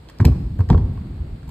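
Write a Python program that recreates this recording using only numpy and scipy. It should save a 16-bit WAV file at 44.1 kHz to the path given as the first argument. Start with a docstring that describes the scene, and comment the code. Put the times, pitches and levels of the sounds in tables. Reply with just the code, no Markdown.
"""Kick scooter hops in a skatepark hall

A scooter is hopped round on a hollow wooden deck, then pushed away. Wheels and the rider's foot
land in two pairs of blows: the deck booms, wheels and frame knock and rattle. Between and after
the landings the wheels rumble, whirr and crush grit on the boards, and the large hall rings on."""
import sys
import numpy as np
from scipy import signal
from scipy.fft import rfft, irfft
from scipy.io import wavfile

SR = 44100
rng = np.random.default_rng(int(sys.argv[2]) if len(sys.argv) > 2 else 0)


def log_audio(samples):
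    """Write samples as a 16-bit WAV file to the path given in sys.argv[1]."""
    # one column per channel
    frames = np.atleast_2d(samples).T
    # limit to full scale, then quantise
    limited = np.clip(frames, -1, 1)
    pcm = np.round(limited * 32767).astype(np.int16)
    wavfile.write(sys.argv[1], SR, pcm)


N = 66150
TIME = np.arange(N) / SR
EDGES = np.concatenate([np.geomspace(22, 4000, 20)[:-1], np.geomspace(4000, 17000, 10)])  # bands, Hz
CENTRES = np.sqrt(EDGES[1:] * EDGES[:-1])

# the boards' deep rumble under the wheels: (time [s], level [dB])
ROLL_LEVEL = [(0, -44), (.19, -50.5), (.27, -28), (.39, -19.5), (.48, -29), (.55, -26.5), (.68, -28.5),
              (.8, -17.5), (.92, -26.5), (1.02, -27.5), (1.2, -31), (1.34, -30.5), (1.41, -40), (1.5, -28)]


def from_db(db):
    """Decibels to gain."""
    return 10 ** (np.asarray(db) / 20)


def rms_one(x):
    """Scale to an rms of 1."""
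    return x / np.sqrt(np.mean(x ** 2) + 1e-20)


def at_hz(points, hz, axis=1):
    """Read a column of a table on a log-frequency axis."""
    table = np.array(points)
    return np.interp(np.log(hz), np.log(table[:, 0]), table[:, axis])


def band_gains(spectrum):
    """Gain of each band for a spectral density; total power 1."""
    gains = from_db(at_hz(spectrum, CENTRES)) * np.sqrt(CENTRES)
    return gains / np.linalg.norm(gains)


def noise_bands():
    """Unrelated noise in each band, rms 1: bands x N."""
    filters = [signal.butter(2, band, "band", fs=SR, output="sos") for band in zip(EDGES, EDGES[1:])]
    return np.array([rms_one(signal.sosfilt(sos, rng.standard_normal(N + SR // 2))[-N:])
                     for sos in filters])


def diffuse_bands():
    """Stereo noise bands, centred in the bass and wide in the treble: 2 x bands x N."""
    # left-right likeness of diffuse sound: (frequency [Hz], correlation [0-1])
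    likeness = [(60, 1), (125, 1), (250, 0.97), (500, 0.36), (1000, 0.19), (2000, 0.07), (8000, 0.04)]
    alike = at_hz(likeness, CENTRES)[:, None]
    mid = np.sqrt((1 + alike) / 2) * noise_bands()
    side = np.sqrt((1 - alike) / 2) * noise_bands()
    return np.array([mid + side, mid - side])


def struck(modes, start, gains):
    """Decaying sines of alternating polarity, set off at one moment."""
    t = TIME[:SR // 2]
    ring = sum((-1) ** k * gain * from_db(db - 60 * t / t60) * np.sin(2 * np.pi * hz * t)
               for k, ((hz, db, t60), gain) in enumerate(zip(modes, gains)))
    return np.interp(TIME - start, t, ring, left=0, right=0)


def hall_air():
    """The steady air of the hall, a faint bed of room tone."""
    # the air as heard, with narrow hollows in the treble: (frequency [Hz], relative density [dB])
    colour = [(30, -21.5), (150, -5.5), (350, -4.5), (600, -6), (1100, -10.5), (2000, -17), (4600, -18.5),
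              (6000, -47.5), (7800, -19), (10300, -52.5), (12500, -28), (16000, -54)]
    return from_db(-54.5) * band_gains(colour) @ diffuse_bands()


def hall(x):
    """Early reflections from the ramps, then a tail that lingers longest in the bass."""
    # the hall's reverb tail: (frequency [Hz], level [dB], t60 [s])
    tail = [(50, -18.5, 2.9), (114, -12, 1.2), (263, -11.5, 0.48), (503, -5.5, 0.73), (1020, -15, 1.18),
            (2000, -14, .8), (5000, -13.5, 0.93), (13000, -20, 0.55)]
    onset_s, early_db, early_t60_s = 0.0068, 4.5, 0.071
    onset = 1 - np.exp(-TIME / onset_s)
    t60 = at_hz(tail, CENTRES, axis=2)[:, None]
    late = from_db(-60 * TIME / t60) * onset
    late /= np.linalg.norm(late, axis=1, keepdims=True)
    early = from_db(-60 * TIME / early_t60_s) * onset
    early *= from_db(early_db) / np.linalg.norm(early)
    low_cut = 1 / np.hypot(1, (300 / CENTRES[:, None]) ** 2)  # the ramps scatter little below 300 Hz
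    gains = from_db(at_hz(tail, CENTRES)) * np.sqrt(2 * np.diff(EDGES) / SR)
    response = gains @ (diffuse_bands() * (late + early * low_cut))
    return signal.fftconvolve(response, x[None], axes=1)[:, :N]


def grit():
    """The wheels crush specks of dirt: tiny random ticks that loosely follow the rumble."""
    # the grit as heard, with narrow hollows in the treble: (frequency [Hz], relative density [dB])
    colour = [(300, 15.5), (1000, -12), (2000, 11.5), (4500, -7), (6000, -31), (7600, -0.5), (10300, -41),
              (12500, -1.5), (16000, -23.5)]
    level_db, specks_per_s, grain_s, spread_db, follow = -64.5, 1500, 0.0036, 7, 0.25
    hits = rng.random(N) < specks_per_s / SR
    specks = hits * from_db(spread_db * rng.standard_normal(N).clip(-2, 2))
    grains = signal.lfilter([1], [1, -np.exp(-1 / (grain_s * SR))], specks + 1e-18)
    crunch = rms_one(grains * (band_gains(colour) @ diffuse_bands()))
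    roll_db = np.interp(TIME, *np.transpose(ROLL_LEVEL))
    return from_db(level_db + follow * (roll_db - roll_db.mean())) * crunch


def whirr():
    """The hard tyres run over the rough surface."""
    # the whirr's envelope, rising again at the push-off: (time [s], level [dB])
    envelope = [(0, -56), (.1, -50), (.19, -47), (.35, -44), (.55, -63.5), (.85, -47), (1.1, -49),
                (1.3, -47), (1.41, -52), (1.5, -47.5)]
    # the whirr as heard, with a narrow hollow in the treble: (frequency [Hz], relative density [dB])
    colour = [(60, -8.5), (160, 0), (310, 2.5), (450, -6.5), (1000, -14), (2000, -21), (4500, -31.5),
              (6000, -66), (8000, -49.5), (16000, -62.5)]
    return from_db(np.interp(TIME, *np.transpose(envelope))) * (band_gains(colour) @ diffuse_bands())


def rumble():
    """The wheels shake the boards, unevenly, as hard as they are loaded."""
    # colour of the rumble: (frequency [Hz], relative density [dB])
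    colour = [(25, -19.5), (40, -4.5), (58, 2.5), (85, -3), (120, -5.5), (170, -9), (250, -19), (350, -22),
              (500, -50), (1000, -45), (3000, -100.5)]
    flicker_db, flicker_times = 1.5, np.linspace(0, TIME[-1], 30)
    wander = rng.standard_normal((len(CENTRES), len(flicker_times)))
    flicker = np.array([np.interp(TIME, flicker_times, row) for row in wander])
    bands = diffuse_bands() * from_db(flicker_db * flicker)
    return from_db(np.interp(TIME, *np.transpose(ROLL_LEVEL))) * rms_one(band_gains(colour) @ bands)


def at_microphones(x):
    """Give a close sound its level and phase difference between left and right."""
    # stereo image of the knocks: (frequency [Hz], left minus right [dB], left phase lead [rad])
    image = [(100, 0, 0), (380, 1.5, -.2), (700, -1.5, -.45), (1300, -2.8, -.25), (2400, -1.5, 1.0),
             (4400, -2, 1.3), (7300, .2, 5.8), (11500, 0, 11.7), (15500, 0, 16.6)]
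    hz = np.maximum(np.fft.rfftfreq(2 * N, 1 / SR), 1)
    left = from_db(at_hz(image, hz) / 2) * np.exp(.5j * at_hz(image, hz, axis=2))
    spectrum = rfft(np.concatenate([x, x[::-1]]))
    return irfft(spectrum * np.array([left, 1 / left]))[:, :N]


def contact_colour(hz, tilt, stressed_hz, top_hz):
    """A contact tilts the spectrum, stresses one region of it and, being soft, loses the top."""
    pivot_hz, stress_db, stress_octaves = 970, 9.5, 0.23
    slope_db = tilt * np.log2(hz / pivot_hz).clip(-1)
    bump_db = stress_db * np.exp(-(np.log2(hz / stressed_hz) / stress_octaves) ** 2)
    return from_db(slope_db + bump_db) / np.hypot(1, (hz / top_hz) ** 3)


def knocks():
    """Each knock is a brief gritty crack and a ring of the frame, with its own brightness."""
    # contacts of wheels and frame: (time [s], relative level [dB], tilt [dB/octave],
    # crack decay [s], stressed pitch [Hz], top edge [Hz])
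    contacts = [(.087, -41.5, 4, 0.0039, 3050, 6000), (0.097, -39.5, 2, 0.0034, 1760, 12000),
                (0.186, -53.5, 7, .002, 4600, 9100), (0.198, -29.5, -3.5, 0.009, 1000, 8050),
                (.201, -22.5, 4.5, .002, 1750, 2000), (0.204, -45.5, 3.5, .003, 4800, 8000),
                (.211, -57, 9.5, .002, 4800, 8000), (0.225, -34.5, -5, 0.0029, 1150, 4870),
                (.246, -24, -2, 0.0089, 850, 8200), (.251, -21.5, 3.5, 0.0029, 2680, 14800),
                (0.27, -40, -6, 0.0036, 5100, 11130), (0.278, -28.5, -13.5, 0.0026, 1250, 7100),
                (.285, -33, -11, 0.0045, 3400, 7950), (0.319, -36, -4.5, 0.0034, 1133, 6060),
                (0.587, -50, 1.5, .014, 11200, 12000), (0.591, -27, -8, .0015, 1586, 3500),
                (0.605, -27, -2.5, .004, 1265, 7570), (.689, -39.5, 5, 0.0025, 1740, 7000),
                (0.696, -25, -5.5, .003, 650, 5970), (0.701, -15, .5, .002, 852, 5970),
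                (0.728, -25.5, -2.5, 0.0059, 680, 6030), (0.744, -24, -6, 0.0034, 1100, 6000),
                (.777, -26.5, 0.5, 0.0018, 1387, 5500), (.936, -61.5, 4.5, 0.0018, 8200, 13100),
                (.974, -39.5, -0.5, 0.0015, 1060, 5954), (1.43, -47.5, 3, 0.0036, 1600, 6070),
                (1.477, -53, 4, .006, 900, 10600), (1.490, -44.5, 2.5, 0.0075, 1000, 14500)]
    # modes of the scooter: (frequency [Hz], relative level [dB], t60 [s])
    frame_modes = [(516, -18, 0.026), (731, -7, 0.03), (939.6, -8, .04), (1035, -7, 0.046),
                   (1116, -11.5, 0.077), (1190, -29, .03), (1573, -11.5, 0.026), (1894, -8, 0.013),
                   (2244, -20, 0.026), (2520, -18.5, 0.02), (3220, -18, .03), (3840, -27, 0.018),
                   (5070, -14.5, 0.018), (7700, -22.5, 0.043)]
    # the crack as heard, with narrow hollows in the treble: (frequency [Hz], relative density [dB])
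    crack_colour = [(200, 9), (400, 8), (600, -7), (1000, 0.5), (1400, -4.5), (2200, -12), (5000, -12),
                    (6000, -30), (7500, -12.5), (10300, -31.5), (13000, -14), (16000, -29.5)]
    crack_rise_s, crack_db, frame_db = 0.00073, 1, -2.5
    mode_hz = np.array(frame_modes)[:, 0]
    noise = noise_bands() * band_gains(crack_colour)[:, None]
    out = np.zeros(N)
    for start, db, tilt, decay_s, stressed_hz, top_hz in contacts:
        age = np.maximum(TIME - start, 0)
        envelope = (1 - np.exp(-age / crack_rise_s)) * np.exp(-np.minimum(age / decay_s, 20))
        crack = contact_colour(CENTRES, tilt, stressed_hz, top_hz) @ noise * envelope
        scatter = from_db(rng.normal(0, 1, len(frame_modes)))
        ring = struck(frame_modes, start, contact_colour(mode_hz, tilt, stressed_hz, top_hz) * scatter)
        out += from_db(db) * (from_db(crack_db) * crack + from_db(frame_db) * ring)
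    return out


def deck():
    """Under each blow the board swells into a short boom; heavy blows also ring the whole deck."""
    # blows on the deck: (time [s], boom level [dB], pitch of that spot [Hz], swell [s],
    # ring level [dB], ring tilt [dB/octave])
    blows = [(0.201, -4, 102.2, 0.016, -14.5, 1), (.250, -3, 72, 0.017, -8.5, 1),
             (.286, -9.5, 126.6, 0.012, -28, 0), (0.309, -10, 76, 0.011, -28.5, 3),
             (.455, -17, 62.6, 0.013, -33, 6.5), (.589, -5.5, 96.1, 0.017, -25.5, -0.5),
             (.705, -1, 106.5, 0.0069, -8, -0.5), (.747, -4, 83.8, 0.0095, -30, -3),
             (0.895, -21, 57, 0.0099, -37.5, 0), (1.196, -17.5, 71.7, 0.02, -37.5, -3.5),
             (1.321, -25, 62.8, 0.0079, -34.5, -6)]
    # modes of the hollow deck: (frequency [Hz], relative level [dB], t60 [s])
    deck_modes = [(55.2, -3, .27), (140, -5.5, 0.088), (144.8, 9, 0.11), (191, -4.5, 0.11),
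                  (216.6, -8, 0.21), (249.3, -7, 0.12), (304.7, -12, 0.097), (336, -8, 0.095),
                  (374, -12, 0.1)]
    pivot_hz, ring_rise_s = 198, 0.0033
    octaves = np.log2(np.array(deck_modes)[:, 0] / pivot_hz)
    out = np.zeros(N)
    for start, boom_db, hz, swell_s, ring_db, tilt in blows:
        age = np.maximum(TIME - start, 0)
        envelope = (age / swell_s) ** 2 * np.exp(2 - 2 * age / swell_s)
        boom = envelope * np.sin(2 * np.pi * hz * age)
        ring = struck(deck_modes, start, from_db(tilt * octaves)) * (1 - np.exp(-age / ring_rise_s))
        out += from_db(boom_db) * boom + from_db(ring_db) * ring
    return out


def scene():
    """Close booms and knocks excite the hall, over rolling wheels and room tone."""
    boom, clack, air = deck(), knocks(), hall_air()
    return boom + at_microphones(clack) + hall(boom + clack) + rumble() + whirr() + grit() + air


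def record(dry):
    """The highest peaks are rounded and the top is cut."""
    ceiling, cutoff_hz = .95, 16500
    rounded = dry / (1 + (dry / ceiling) ** 6) ** (1 / 6)
    return signal.sosfilt(signal.cheby2(12, 70, cutoff_hz, fs=SR, output="sos"), rounded)


dry = scene()
out = record(dry)
log_audio(out)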